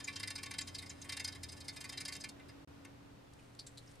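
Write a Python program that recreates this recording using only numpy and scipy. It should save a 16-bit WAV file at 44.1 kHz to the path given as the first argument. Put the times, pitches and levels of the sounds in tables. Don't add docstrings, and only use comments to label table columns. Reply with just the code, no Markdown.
import sys
import numpy as np
from scipy import signal
from scipy.fft import rfft, irfft
from scipy.io import wavfile
from scipy.ndimage import uniform_filter1d

SR = 44100
rng = np.random.default_rng(int(sys.argv[2]) if len(sys.argv) > 2 else 0)


def generate_wav(signal):
    frames = np.transpose(np.atleast_2d(signal))
    scaled = np.clip(frames, -1, 1) * 32767
    pcm = np.round(scaled).astype(np.int16)
    wavfile.write(sys.argv[1], SR, pcm)


N = 176400
TIME = np.arange(N) / SR

# start in seconds, relative level, bass and treble trims in dB, rise in seconds.
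CLAW_STROKES = [(0.001, -52, 4.5, 0.5, 0.0022), (0.041, -52.5, -5, 1.5, 0.0026),
                (0.074, -47.5, -2, -3.5, 0.0068), (0.127, -55.5, -6, -7, 0.0047),
                (0.158, -45, -1, -3.5, 0.0036), (0.197, -47.5, 1.5, 2, 0.0028),
                (0.23, -43.5, 0.5, -2, 0.0031), (0.274, -45.5, -1, -0.5, 0.0031),
                (0.303, -44, -2.5, -1.5, 0.0027), (0.354, -49, 3, 1, 0.0032),
                (0.379, -49.5, 3.5, -2, 0.0037), (0.431, -44.5, 0.5, 3, 0.0023),
                (0.459, -47.5, 2, -2.5, 0.0026), (0.509, -44.5, 1, 0, 0.0023),
                (0.537, -50, 4.5, -2.5, 0.0033), (0.584, -38.5, -3.5, -2, 0.0025),
                (0.609, -46, -0.5, 0.5, 0.0028), (0.673, -49.5, -1, -0.5, 0.0059),
                (0.745, -46, -10, -5.5, 0.0048), (0.783, -49.5, -9, -1, 0.0043),
                (0.821, -54.5, 3, 3.5, 0.0047), (0.86, -58.5, -4, 3, 0.0039), (0.896, -57, 4, 1.5, 0.0065),
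                (1.016, -52, -16, -1, 0.0039), (1.043, -63, 13.5, 10, 0.0057), (1.091, -44, 0.5, 1, 0.0028),
                (1.122, -41.5, 0, 0.5, 0.0033), (1.168, -44.5, 2, 0.5, 0.0028),
                (1.197, -43.5, 1, -1, 0.0032), (1.244, -40, -7, 0.5, 0.0025),
                (1.276, -45.5, -1, 1.5, 0.0038), (1.321, -55, -2.5, 0.5, 0.004),
                (1.349, -55, 2, 2.5, 0.004), (1.432, -47.5, -5, 4, 0.0034), (1.486, -51, -13, -3.5, 0.0047),
                (1.519, -56, -1, 4, 0.0053), (1.567, -60, -0.5, 4, 0.0051), (1.604, -52, -4, 0.5, 0.004),
                (1.643, -64, -3, 7.5, 0.0052), (1.681, -45.5, -4.5, -3, 0.0045), (1.727, -66, 1, 5, 0.008),
                (1.762, -51, 0, 0, 0.0043), (1.806, -50.5, -1.5, 5, 0.0039), (1.841, -51, 4, 4.5, 0.004),
                (1.892, -45.5, -2.5, 3, 0.0024), (1.923, -51, 4.5, -0.5, 0.0048),
                (1.974, -40.5, -8, -7.5, 0.0031), (2.003, -48, 0, 4, 0.0042),
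                (2.051, -42.5, -4.5, -2, 0.0029), (2.08, -45.5, -1, 3.5, 0.0035),
                (2.122, -45, -4, -1, .002), (2.132, -54, -8, 7.5, 0.0027), (2.151, -44.5, -4.5, -5, 0.0017),
                (2.162, -52.5, -12, 6.5, 0.0022), (2.201, -56, -6, 2, 0.0054),
                (2.239, -44.5, 1.5, 1, 0.0024), (2.289, -49.5, -18, 3.5, 0.0022),
                (2.394, -74.5, 20.5, 3, 0.0029), (2.485, -64.5, 5.5, 1, 0.0051),
                (2.848, -60.5, 10.5, 8, 0.0018)]
# time in seconds, drive level in dB.
PAW_SHUFFLE = [(0, -55), (.98, -58), (1.45, -62), (2.15, -57.5), (2.33, -83), (4, -100)]
# pitch in Hz, bandwidth in Hz, gain in dB.
WHEEL_MODES = [(1111.3, 16.1, 3), (1508, 10.5, -2), (1751, 30.4, 3.5), (1850, 12.6, 1), (2066, 35.6, 6.5),
               (2158, 15, 3), (2330, 19, -1), (2430, 21, -3.5), (2540, 12, -8), (2670, 17, -6),
               (2750, 22, -2), (3154, 14.5, 1.5), (3667, 14, -0.5), (3715, 35, -5), (3950, 68, -3),
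               (4176, 41, -9.5), (4250, 54, -7), (4470, 67, -4), (4584, 55, -2.5), (4740, 50, -7.5),
               (4978, 83.5, 5.5), (5437, 48, -5), (6270, 76, -8), (6473, 55, -8.5), (6770, 72, -10.5),
               (7396, 190, -7.5), (7710, 190, -11), (8260, 110, -6), (8770, 280, -6), (9410, 98, -2.5),
               (10550, 72, -14)]
# frequency in Hz, relative gain in dB.
RASP_EQ = [(300, -13), (900, 6), (1300, -56), (2000, -1), (4300, -4.5), (6000, -12.5), (9000, -10),
           (12000, -4), (15000, -32)]
# time in seconds, pitch in Hz, level in dB.
WHEEL_RUMBLE = [(0, 94.6, -75.5), (.28, 94.1, -57.5), (.6, 88.9, -59.5), (1.0, 86, -66.5),
                (2.4, 84.4, -69.5), (4, 84, -100)]
# frequency in Hz, relative gain in dB.
FIRST_ROOM_EQ = [(25, -13), (110, -3), (200, -6.5), (330, -8), (500, -11.5), (1000, -15.5), (2000, -22.5),
                 (4000, -27), (14500, -43)]
SECOND_ROOM_EQ = [(25, -6), (120, -5.5), (220, -13), (500, -11.5), (1000, -20.5), (2000, -21),
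                  (4500, -30.5), (9500, -36.5), (14500, -44)]
# frequency in Hz, left-right correlation (1 is mono).
ROOM_CORRELATION = [(30, -0.069), (70, 0.95), (150, 0.83), (350, -0.033), (700, -0.26), (2400, 0.17),
                    (14000, 0.0099)]
# start in seconds, pitch in Hz, drive level in dB, log-pitch fall per second.
CLAW_CHIRPS = [(.041, 6630, -28, 16), (.078, 2380, -28.5, 2.93), (.357, 4800, -40, 33),
               (.616, 6610, -29, 18), (.784, 4304, -33, 35), (0.858, 5500, -45, 45), (.894, 6570, -31, 22),
               (1.015, 6450, -31, 22), (1.69, 4616, -39.5, 30), (2.208, 6720, -37, 65)]
# frequency in Hz, relative gain in dB.
HAY_EQ = [(1000, -10), (3000, -2.5), (4000, 2.5), (6500, -1), (8700, 2), (11000, -7.5), (15000, -26)]
# time in seconds, level in dB.
HAY_RUSTLE = [(3.3, -88), (3.42, -72.5), (3.51, -80.5), (3.83, -76.5), (3.92, -69), (3.95, -78)]
# start in seconds, creak level in dB, creak pitch in Hz, crack level in dB.
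HAY_SNAPS = [(3.389, -65, 2840, -74), (3.591, -45, 4650, -54.5), (3.665, -57, 8100, -54),
             (3.774, -52.5, 4350, -55.5), (3.873, -64, 5730, -80)]
# start in seconds, level in dB.
HAY_TICKS = [(3.334, -62), (3.549, -63), (3.954, -62.5)]


def from_db(db):
    return 10 ** (np.asarray(db) / 20)


def rms_one(x):
    return x / np.sqrt(np.mean(x ** 2) + 1e-20)


def automation(rows):
    times, *columns = np.transpose(rows)
    return [np.interp(TIME, times, column) for column in columns]


def per_bin(points):
    hz, value = np.transpose(points)
    return np.interp(np.log(np.arange(N // 2 + 1) * SR / N + 1), np.log(hz), value)


def equalise(x, eq):
    return irfft(rfft(x) * from_db(per_bin(eq)), N)


def butter(x, hz, kind, order=2):
    return signal.sosfilt(signal.butter(order, hz, kind, fs=SR, output="sos"), x + 1e-18)


def resonance(x, hz, width_hz):
    radius = np.exp(-np.pi * width_hz / SR)
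    poles = [1, -2 * radius * np.cos(2 * np.pi * hz / SR), radius ** 2]
    return signal.lfilter(np.array([1, 0, -1]) * (1 - radius ** 2) / 2, poles, x + 1e-18)


def drift(hz):
    rolloff = 1 + (np.arange(N // 2 + 1) * SR / N / hz) ** 2
    return rms_one(irfft(rfft(rng.standard_normal(N)) / rolloff, N))


def grains(per_s, spread_db):
    sizes = from_db(spread_db * np.minimum(rng.exponential(1, N), 3)) * rng.choice([-1, 1], N)
    return rms_one(sizes * (rng.random(N) < per_s / SR))


def push(start, rise_s):
    lead_s, lag_s = 0.88 * rise_s, 0.0017
    force, first = np.zeros(N), max(int((start - lead_s) * SR), 0)
    age = np.arange(min(SR // 10, N - first)) / SR / max(rise_s + lead_s + lag_s, 1e-4)
    force[first:first + len(age)] = (age * np.exp(1 - age)) ** 2.61
    return force


def claws():
    treble_lead_s, bass_lag_s = 0.00053, 0.00082
    bass_hz, treble_hz, drag_s = 3060, 6480, 0.024
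    force = np.zeros((3, N))
    for start, db, bass_db, treble_db, rise_s in CLAW_STROKES:
        gain = from_db(db + 15.5)
        graze = from_db(-12.5) * push(start - 0.0045, rise_s / 2)
        force[0] += gain * from_db(bass_db - 1.5) * push(start + bass_lag_s, rise_s)
        force[1] += gain * push(start, rise_s)
        force[2] += gain * from_db(treble_db - 3.5) * (graze + push(start, rise_s - treble_lead_s))
    decay = np.exp(-1 / (drag_s * SR))
    force += from_db(-25) * signal.lfilter([1 - decay], [1, -decay], force)
    slips = grains(per_s=8000, spread_db=2.5)
    bands = [butter(slips, bass_hz, "low", order=4),
             butter(slips, [bass_hz, treble_hz], "band", order=3),
             butter(slips, treble_hz, "high", order=4)]
    return np.sum(force * bands, axis=0)


def paws():
    db, = automation(PAW_SHUFFLE)
    return from_db(db + drift(hz=38)) * grains(per_s=3600, spread_db=2.8)


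def wheel(force):
    low_hz, high_hz = 960, 9930
    force = butter(butter(force, low_hz, "high", order=3), high_hz, "low")
    ring = sum(resonance(force * from_db(db + 2.5 * drift(hz=14)), hz, width_hz)
               for hz, width_hz, db in WHEEL_MODES)
    return ring + from_db(-14) * equalise(force, RASP_EQ)


def reflections(x, t60_s):
    t = TIME[:SR // 2]
    tail = rng.standard_normal((2, len(t))) * from_db(-60 * t / t60_s) * (t > 0.001)
    tail /= np.sqrt(np.sum(tail ** 2, axis=1, keepdims=True))
    return signal.fftconvolve(x[None], tail, axes=1)[:, :N]


def rumble():
    hz, db = automation(WHEEL_RUMBLE)
    gain = from_db(db + 5 * drift(hz=0.9))
    pitch = hz + 4.6 * drift(hz=15.6)
    return gain * np.sqrt(2) * np.sin(2 * np.pi * np.cumsum(pitch) / SR)


def room_tone(eq, db):
    mid, side = rfft(rng.standard_normal((2, N)))
    alike = np.clip(per_bin(ROOM_CORRELATION), -1, 1)
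    stereo = irfft(np.sqrt(1 + alike) * mid + np.sqrt(1 - alike) * side * [[1], [-1]], N)
    return from_db(db) * rms_one(equalise(stereo, eq))


def hum(hz, db, left_phase=0):
    gain = from_db(db + 1.1 * drift(hz=0.57))
    phase = 2 * np.pi * hz * TIME + 0.3 * drift(hz=2.4)
    return gain * np.sqrt(2) * np.sin(phase + np.array([[left_phase], [0]]))


def stick_slip(start, hz, fall_per_s, jitter):
    pitch = hz * jitter * np.exp(-fall_per_s * np.clip(TIME - start - 0.0045, -0.01, 0.01))
    return np.sin(2 * np.pi * np.cumsum(pitch) / SR)


def chirps():
    jitter = 1 + 0.05 * drift(hz=1054)
    return sum(from_db(db) * push(start, rise_s=0.0019) * stick_slip(start, hz, fall, jitter)
               for start, hz, db, fall in CLAW_CHIRPS)


def hay():
    fibres = grains(per_s=7300, spread_db=1.7)
    jitter = 1 + 0.14 * drift(hz=998)
    crack = rms_one(equalise(fibres, HAY_EQ))
    crackle = rms_one(equalise(grains(per_s=1200, spread_db=4), HAY_EQ))
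    rustle = from_db(automation(HAY_RUSTLE)[0]) * crackle
    ticks = crack * sum(from_db(db) * push(start, rise_s=0.00063) for start, db in HAY_TICKS)
    snaps, tail_s = np.zeros(N), 0.0079
    for start, creak_db, hz, crack_db in HAY_SNAPS:
        ring_hz, width_hz = 0.94 * hz, 0.22 * hz
        ring = rms_one(resonance(resonance(fibres, ring_hz, width_hz), ring_hz, width_hz))
        creak = np.sqrt(2) * stick_slip(start, hz, fall_per_s=9.6, jitter=jitter)
        bend = push(start, rise_s=0.003)
        tail = from_db(-14) * push(start + tail_s / 2, tail_s)
        snaps += from_db(creak_db) * ((creak + ring) / np.sqrt(2) * bend + ring * tail)
        snaps += from_db(crack_db) * crack * (bend + tail)
    return rustle + ticks + snaps


def scene():
    fade_start_s, fade_end_s = 2.57, 4.52
    mains_hz, air_db = 118.7, -56.5
    close = wheel(claws() + chirps() + paws()) + hay()
    cage = from_db(-2) * reflections(butter(close, 10200, "high"), t60_s=0.0047)
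    walls = from_db(-12) * reflections(close, t60_s=0.14)
    first_room = room_tone(FIRST_ROOM_EQ, air_db)
    first_room += hum(hz=281.5, db=-62, left_phase=0.4) + hum(mains_hz, db=-69.5)
    second_room = room_tone(SECOND_ROOM_EQ, air_db) + hum(mains_hz, db=-62.5)
    fade = np.clip((TIME - fade_start_s) / (fade_end_s - fade_start_s), 0, 1)
    return close + cage + walls + rumble() + (1 - fade) * first_room + fade * second_room


def record(dry):
    drop_start_s, drop_end_s, cutoff_hz = 2.648, 2.674, 15300
    gate = uniform_filter1d(1.0 * ((TIME < drop_start_s) | (TIME > drop_end_s)), size=40)
    low_pass = signal.ellip(10, 0.1, 80, cutoff_hz, fs=SR, output="sos")
    return signal.sosfilt(low_pass, dry * np.maximum(gate, 0.01))


dry = scene()
out = record(dry)
generate_wav(out)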